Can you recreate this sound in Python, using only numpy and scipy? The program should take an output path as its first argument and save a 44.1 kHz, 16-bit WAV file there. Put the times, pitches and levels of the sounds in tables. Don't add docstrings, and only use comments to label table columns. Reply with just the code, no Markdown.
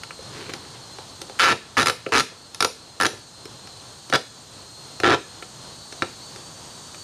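import sys
import numpy as np
from scipy import signal
from scipy.fft import rfft, irfft, next_fast_len
from scipy.io import wavfile
from scipy.ndimage import uniform_filter1d

SR = 44100
rng = np.random.default_rng(int(sys.argv[2]) if len(sys.argv) > 2 else 0)


def materialize(psi):
    bounded = np.clip(np.atleast_2d(psi).T, -1, 1)
    quanta = np.round(bounded * 32767).astype(np.int16)
    wavfile.write(sys.argv[1], SR, quanta)


N = 310023
TIME = np.arange(N) / SR


def ratchet():
    # (start [s], length [s], teeth [count], slowing [-1..1], block thump [relative dB], its rise [dB],
    #  frame knock, pawl clink, edge tick [relative dB], rise of clink and tick [dB], strap pitch [Hz],
    #  its sag [octaves], twang [relative dB], frame's favoured pitch [Hz], handle ring [relative dB])
    pulls = [(1.3951, 0.13, 24, 0.046, -30, 14.5, -19.5, -29, -42, -2.5, 490, 1.15, 0.5, 1440, -5.5),
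             (1.769, 0.059, 10, 0.43, -25.5, 3.5, -16.5, -27.5, -36.5, 6, 314, 1.05, 0.5, 1420, -8),
             (1.8592, 0.038, 4, 0.3, -22.5, 0, -15.5, -23, -29.5, -1, 496, 0.1, 3, 1310, -5),
             (2.1214, 0.083, 12, 0.1, -24.5, -3, -17.5, -25, -35.5, 6.5, 430, 1.3, 0.5, 1230, -5.5),
             (2.6053, 0.041, 3, 0.23, -21, 2, -16, -20.5, -28.5, -1, 502, 0.87, -2.5, 1250, -7),
             (3.0004, 0.032, 4, 0.1, -24.5, 1, -17.5, -29.5, -35, 7, 427, 0.085, -6, 1650, -10.5),
             (3.0479, 0.0162, 3, 0.6, -25.5, 3.5, -17, -24.5, -33, 6.5, 410, 0.042, -8, 1580, -8.5),
             (4.1253, 0.0325, 6, -0.6, -22.5, -6, -20.5, -29, -44, 3, 366, 0, -2.5, 1570, -9.5),
             (5.0341, 0.11, 14, -0.077, -19, -1.5, -19, -30, -53, 1.5, 371, 0.082, 3, 1370, -9.5),
             (6.0217, 0.0041, 1, 0.34, -21.5, 1.5, -18, -31, -59, -1, 358, 0, 0.5, 1350, -6)]
    return buckle(np.vstack([teeth(pull) for pull in pulls]), twang_boost_db=-2.5)


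def teeth(pull):
    (start_s, length_s, count, slowing, thump_db, thump_rise_db, knock_db, clink_db, tick_db,
     clink_rise_db, strap_hz, sag, twang_db, frame_hz, handle_db) = pull
    mid_pull_db, scatter_db, timing_jitter = 2, 1.38, 0.1
    along = np.linspace(0, 1, count)
    middle = np.sin(np.pi * along)
    chance = rng.standard_normal((count, 4)).T
    jitter = timing_jitter * middle * chance[0] / count
    s = start_s + length_s * (along - slowing * along * (1 - along) + jitter)
    thump, knock, clink = mid_pull_db * middle + scatter_db * chance[1:]
    thump += thump_rise_db * (along - .5)
    clink += clink_rise_db * (along - .5)
    return np.transpose(np.broadcast_arrays(
        s, thump_db + thump, knock_db + knock, clink_db + clink, tick_db + clink,
        strap_hz * 2 ** (-sag * along), twang_db, frame_hz, handle_db))


def buckle(blows, twang_boost_db):
    # (multiple of its pitch, level [dB], time to fall 60 dB [s])
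    strap_modes = [(1, -1, 0.047), (2, -12.5, 0.026)]
    # (pitch [Hz], level [dB], time to fall 60 dB [s])
    block_modes = [(99, -7, 0.095), (128.4, -6, 0.074), (228, -5.5, 0.032), (279, -2, 0.027),
                   (347, -1, 0.036), (425, -2.5, 0.067), (505, -1, 0.06), (626, -3, 0.041), (773, 3, 0.021)]
    frame_modes = [(955, -0.5, 0.019), (1217, -6, 0.029), (1342, 1, 0.039), (1560, 1, 0.012),
                   (1730, 0, 0.032), (1870, -9, 0.033)]
    handle_modes = [(2090, -1, 0.026), (2286, -0.5, 0.022), (2500, -0.5, 0.026), (2674, -0.5, 0.019),
                    (2927, -1.5, 0.02)]
    pawl_modes = [(3324, 0.5, 0.028), (3746, 2.5, 0.021), (4270, -1, 0.016), (4706, 0.5, 0.014),
                  (5240, 2, 0.011), (5970, -2, 0.02), (6400, -1, 0.014), (7130, 0.5, 0.014)]
    edge_modes = [(8970, -5, 0.015), (9200, 2.5, 0.015), (10120, -0.5, 0.018), (10800, -0.5, .01),
                  (11700, -11, .008)]
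    s, block_db, frame_db, pawl_db, edge_db, strap_hz, twang_db, frame_hz, handle_db = np.transpose(blows)
    pawl_hz = 6000 * 2 ** ((edge_db - pawl_db) / 30)
    twang = struck(s, block_db + twang_db + twang_boost_db, strap_modes, lag_s=.0015, rise_s=.00078,
                   scatter_db=4, detune=.014, favoured_hz=strap_hz, focus_db=0, pitch=strap_hz)
    block = struck(s, block_db - np.maximum(twang_db, 0), block_modes, lag_s=.0012, rise_s=.00078,
                   scatter_db=3.5, detune=.032, favoured_hz=strap_hz, focus_db=2.5)
    frame = struck(s, frame_db, frame_modes, lag_s=.0001, rise_s=.00015,
                   scatter_db=2.5, detune=.0077, favoured_hz=frame_hz, focus_db=9.5)
    handle = struck(s, frame_db + handle_db, handle_modes, lag_s=.0002, rise_s=.00011,
                    scatter_db=2, detune=.018, favoured_hz=2500, focus_db=-3)
    pawl = struck(s, pawl_db, pawl_modes, lag_s=.0005, rise_s=.00075,
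                  scatter_db=2.5, detune=.051, favoured_hz=pawl_hz, focus_db=14.5)
    edge = struck(s, edge_db, edge_modes, lag_s=.00054, rise_s=.0001,
                  scatter_db=0, detune=.029, favoured_hz=9500, focus_db=7)
    grind = from_db(6) * crunch(s, pawl_db, length_s=.012, low_hz=2750, high_hz=5430)
    creak = from_db(-14.5) * crunch(s, frame_db, length_s=.026, low_hz=746, high_hz=1910)
    snap = from_db(12) * crunch(s, edge_db, length_s=.0015, low_hz=4500, high_hz=11500)
    thump = band(from_db(-3) * block + from_db(-5.5) * twang, 83, 1640)
    knock = band(from_db(-1.16) * frame + from_db(-1.45) * handle, 510, 4800)
    clink = from_db(-0.54) * band(pawl, 1800, 14000) + from_db(-3) * edge
    return thump + knock + clink + grind + creak + snap


def struck(times, levels_db, modes, lag_s, rise_s, scatter_db, detune, favoured_hz, focus_db, pitch=1):
    base, db, ring_s = np.transpose(modes)[:, :, None]
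    t = np.arange(SR // 14) / SR
    out = np.zeros(N)
    dying = from_db(db - 60 * t / ring_s) * (1 - np.exp(-t / rise_s))
    for s, level_db, favoured, scale in np.broadcast(times, levels_db, favoured_hz, pitch):
        strength, shift = rng.standard_normal((2, len(base), 1))
        hz = base * scale * (1 + detune * shift)
        share = from_db(scatter_db * strength - focus_db * np.abs(np.log2(hz / favoured)))
        ring = np.sum(share * dying * np.sin(2 * np.pi * (hz * t + rng.random(hz.shape))), axis=0)
        add(out, s + lag_s, from_db(level_db) * ring / np.sqrt(np.sum(ring ** 2) / (SR / 100)))
    return out


def crunch(times, levels_db, length_s, low_hz, high_hz):
    t = np.arange(SR // 50) / SR
    fade = from_db(-20 * (t / length_s) ** 2)
    envelope = np.zeros(N)
    for s, level_db in zip(times, levels_db):
        add(envelope, s, from_db(level_db) * fade)
    return band(envelope * rng.standard_normal(N), low_hz, high_hz)


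def taps(tick_db, tick_growth):
    # (time [s], block thump [relative dB], frame knock [relative dB], clink over knock [dB])
    contacts = [(0.034, -47, -36.5, -4), (0.1069, -46, -36, -16), (0.1892, -35, -54, 1),
                (0.5358, -36, -34, -1), (0.9848, -33.5, -45, -5), (1.2161, -37, -41.5, 4.5),
                (1.2963, -35.5, -45, -4), (1.3898, -54, -35, -3), (2.0636, -18.5, -26.5, -17),
                (2.0888, -37, -44, 1), (2.3163, -38.5, -54, -4), (2.5458, -55, -38.5, 6),
                (3.1307, -34.5, -54, -4), (3.4545, -36, -43.5, 2.5), (3.672, -52, -46.5, 0),
                (4.0985, -35, -40.5, 2), (5.0003, -31.5, -31.5, -3.5), (5.4244, -39, -36.5, -7),
                (5.9245, -39, -42.5, 0), (6.36, -42.5, -45.5, 1), (6.9453, -45, -44.5, -5)]
    # (strap pitch [Hz], twang [relative dB], frame's favoured pitch [Hz], handle ring [relative dB])
    at_rest = (380, -4.5, 1400, -1)
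    blows = [(s, thump, knock, knock + hard, knock + tick_db + tick_growth * hard, *at_rest)
             for s, thump, knock, hard in contacts]
    return buckle(blows, twang_boost_db=0.5)


def sliding_strap(snags_per_s, grain_db):
    # (fastest moment [s], time to fall 12 dB either side [s], level [dB])
    slides = [(0.403, 0.057, -30.5), (0.51, 0.048, -37), (0.655, 0.037, -50), (0.755, 0.017, -41)]
    # (frequency [Hz], level [dB])
    rub_spectrum = [(80, -14), (200, -4.5), (430, 3), (700, -13), (1500, -5), (3000, -10.5), (6000, -21.5),
                    (12000, -35)]
    speed = sum(from_db(db - 12 * np.abs(TIME - s) / fade_s) for s, fade_s, db in slides)
    snags = (rng.random(N) < snags_per_s / SR) * rng.standard_normal(N) * from_db(grain_db * drift(59))
    return speed * coloured(snags, rub_spectrum)


def yard(x, bounce_s, bounce_db, build_s):
    # (band centre [Hz], level [dB], time to fall 60 dB [s])
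    echo_bands = [(121, -10, 0.16), (364, -7.5, 0.28), (860, -6, 0.16), (1470, -20.5, 0.48),
                  (3100, -11.5, 0.38), (5900, -10, 0.35), (9900, -7.5, 0.29)]
    t = np.arange(SR // 2) / SR
    centres = np.array(echo_bands)[:, 0]
    edges = [50, *np.sqrt(centres[1:] * centres[:-1]), 14000]
    echo = np.zeros(len(t))
    for (_, db, ring_s), low, high in zip(echo_bands, edges, edges[1:]):
        fade = from_db(-60 * t / ring_s) * (1 - np.exp(-(t / build_s) ** 2))
        noise = band(rng.standard_normal(len(t)), low, high)
        echo += from_db(db) * noise * fade / np.sqrt(np.sum(fade ** 2))
    bounce = from_db(bounce_db) * np.interp(TIME - bounce_s, TIME, x)
    return x + bounce + signal.fftconvolve(x, echo)[:N]


def crickets(throb, flutter_db, overtone_db, pause_db, fade_s):
    # (start [s], end [s], pitch [Hz], level [relative dB])
    trills = [(0, 5.4, 4020, -56.5), (0, 3.7, 4180, -53), (0, 5.6, 4450, -55), (3.8, 4.52, 4170, -55),
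              (4.72, 5.05, 4213, -49.5), (4.7, 4.4, 3915, -63), (5.25, 6.3, 4222, -53),
              (5.75, 8.5, 4538, -51.5), (5.801, 6.2, 3900, -53), (6.0, 5.9, 4200, -60)]
    out = np.zeros(N)
    for start_s, end_s, pitch_hz, level_db in trills:
        weakness = np.clip((-50 - level_db) / 5, 0, 1)
        waver_hz = (6.95 + 12 * weakness) * drift(23.6)
        phase = 2 * np.pi * np.cumsum(pitch_hz + waver_hz) / SR
        tone = np.sin(phase) + from_db(overtone_db) * np.sin(2 * phase)
        strokes_hz = 51 * (rng.uniform(1, 1.5) + 0.028 * drift(2.4))
        pulsing = 1 + throb * np.sin(2 * np.pi * np.cumsum(strokes_hz) / SR)
        paused = weakness * np.clip(2 * drift(11) - .5, 0, 1)
        shimmer = from_db(1.5 * weakness * np.clip(drift(45), -2, 2))
        singing = np.clip(1 + np.minimum(TIME - start_s, end_s - TIME) / fade_s, 0, 1)
        gain = from_db(level_db + flutter_db * drift(6.5) + pause_db * paused)
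        out += singing * gain * rms_one(tone * shimmer * pulsing)
    return out


def insect_chorus(rasp_db):
    # (centre [Hz], width [Hz], level [dB])
    rasp_bands = [(4170, 710, -55.5), (4940, 600, -60), (6600, 1400, -50.5), (8430, 910, -53.5),
                  (12000, 900, -67.5)]
    # (time [s], level change [dB])
    swell = [(0, -2.8), (1.3, -2), (3.5, -2), (4.8, -0.5), (5.8, -0.5), (7, 2.1)]
    swell_db = in_time(swell)
    out = np.zeros(N)
    for hz, width, db in rasp_bands:
        wings = rms_one(band(rng.standard_normal(N), hz - width / 2, hz + width / 2))
        out += wings * from_db(db + swell_db + rasp_db * drift(41))
    return out


def night_air(gust_db):
    # (frequency [Hz], level [dB])
    hush_spectrum = [(25, -22), (55, -10), (120, 2), (200, -5.5), (320, -6.5), (600, -8), (1000, -7.5),
                     (1500, -13), (2300, -19.5), (3400, -12), (5000, -14), (8000, -27), (10000, -26),
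                     (13000, -45)]
    # (time [s], level [dB])
    hush_levels = [(0, -43.5), (1.2, -42.5), (2.5, -43.5), (3.6, -45.5), (4.8, -44.5), (5.7, -44.5),
                   (7, -44)]
    gain = from_db(in_time(hush_levels) + gust_db * drift(4.1))
    return gain * coloured(rng.standard_normal(N), hush_spectrum)


def side_hiss():
    # (frequency [Hz], level [dB])
    hiss_spectrum = [(30, 10), (120, 3), (500, 0), (2500, -6), (5000, -12), (9000, -21), (12500, 4),
                     (14000, 1)]
    return coloured(rng.standard_normal(N), hiss_spectrum)


def treble_width(x, lag_s, corner_hz, top_db, broad_db, lean_db):
    treble = signal.butter(4, corner_hz, "high", fs=SR, output="sos")
    unlike = from_db(top_db) * signal.sosfilt(treble, x) + from_db(broad_db) * np.diff(x, prepend=0)
    return np.interp(TIME - lag_s, TIME, unlike) + from_db(lean_db) * signal.sosfiltfilt(treble, x)


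def gain_control(x, threshold_db, release_db_per_s):
    power = uniform_filter1d(np.mean(x ** 2, axis=0), size=256)
    over_db = np.maximum(10 * np.log10(np.maximum(power, 1e-12)) - threshold_db, 0)
    held_db = np.maximum.accumulate(over_db + release_db_per_s * TIME) - release_db_per_s * TIME
    return x * from_db(-uniform_filter1d(held_db, size=64))


def from_db(db):
    return 10 ** (np.asarray(db) / 20)


def rms_one(x):
    return x / np.sqrt(np.mean(x ** 2) + 1e-20)


def in_time(rows):
    return np.interp(TIME, *np.transpose(rows))


def drift(rate_hz):
    step = 32
    size = next_fast_len(N // step + 1)
    hz = np.arange(size // 2 + 1) * SR / step / size
    slow = irfft(rfft(rng.standard_normal(size)) / (1 + (hz / rate_hz) ** 2), size)
    return np.interp(TIME, np.arange(size) * step / SR, rms_one(slow))


def coloured(x, spectrum):
    hz, db = np.transpose(spectrum)
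    log_hz = np.log(np.arange(N // 2 + 1) * SR / N + 1)
    return rms_one(irfft(rfft(x) * from_db(np.interp(log_hz, np.log(hz), db)), N))


def band(x, low_hz, high_hz):
    return signal.sosfilt(signal.butter(2, [low_hz, high_hz], "band", fs=SR, output="sos"), x)


def add(track, s, sound):
    at = max(int(s * SR), 0)
    track[at:at + len(sound)] += sound[:max(N - at, 0)]


def scene():
    strap = from_db(2) * ratchet()
    strap += from_db(0.36) * taps(tick_db=-8, tick_growth=1.36)
    strap += sliding_strap(snags_per_s=2500, grain_db=5)
    night = from_db(1.5) * crickets(throb=0.12, flutter_db=2, overtone_db=-17, pause_db=-11, fade_s=0.17)
    night += insect_chorus(rasp_db=0.8) + night_air(gust_db=1.3)
    mid = yard(strap, bounce_s=.0026, bounce_db=-16.5, build_s=.0032) + night
    side = from_db(-70) * side_hiss()
    side += treble_width(mid, lag_s=.0011, corner_hz=12700, top_db=-3, broad_db=-33.5, lean_db=-7)
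    return np.array([mid + side, mid - side])


def record(dry):
    ceiling, cutoff_hz = 0.48, 15000
    levelled = gain_control(dry, threshold_db=-13, release_db_per_s=3)
    rounded = levelled / (1 + (levelled / ceiling) ** 4) ** .25
    return signal.sosfilt(signal.cheby2(12, 60, cutoff_hz, fs=SR, output="sos"), rounded)


dry = scene()
out = record(dry)
materialize(out)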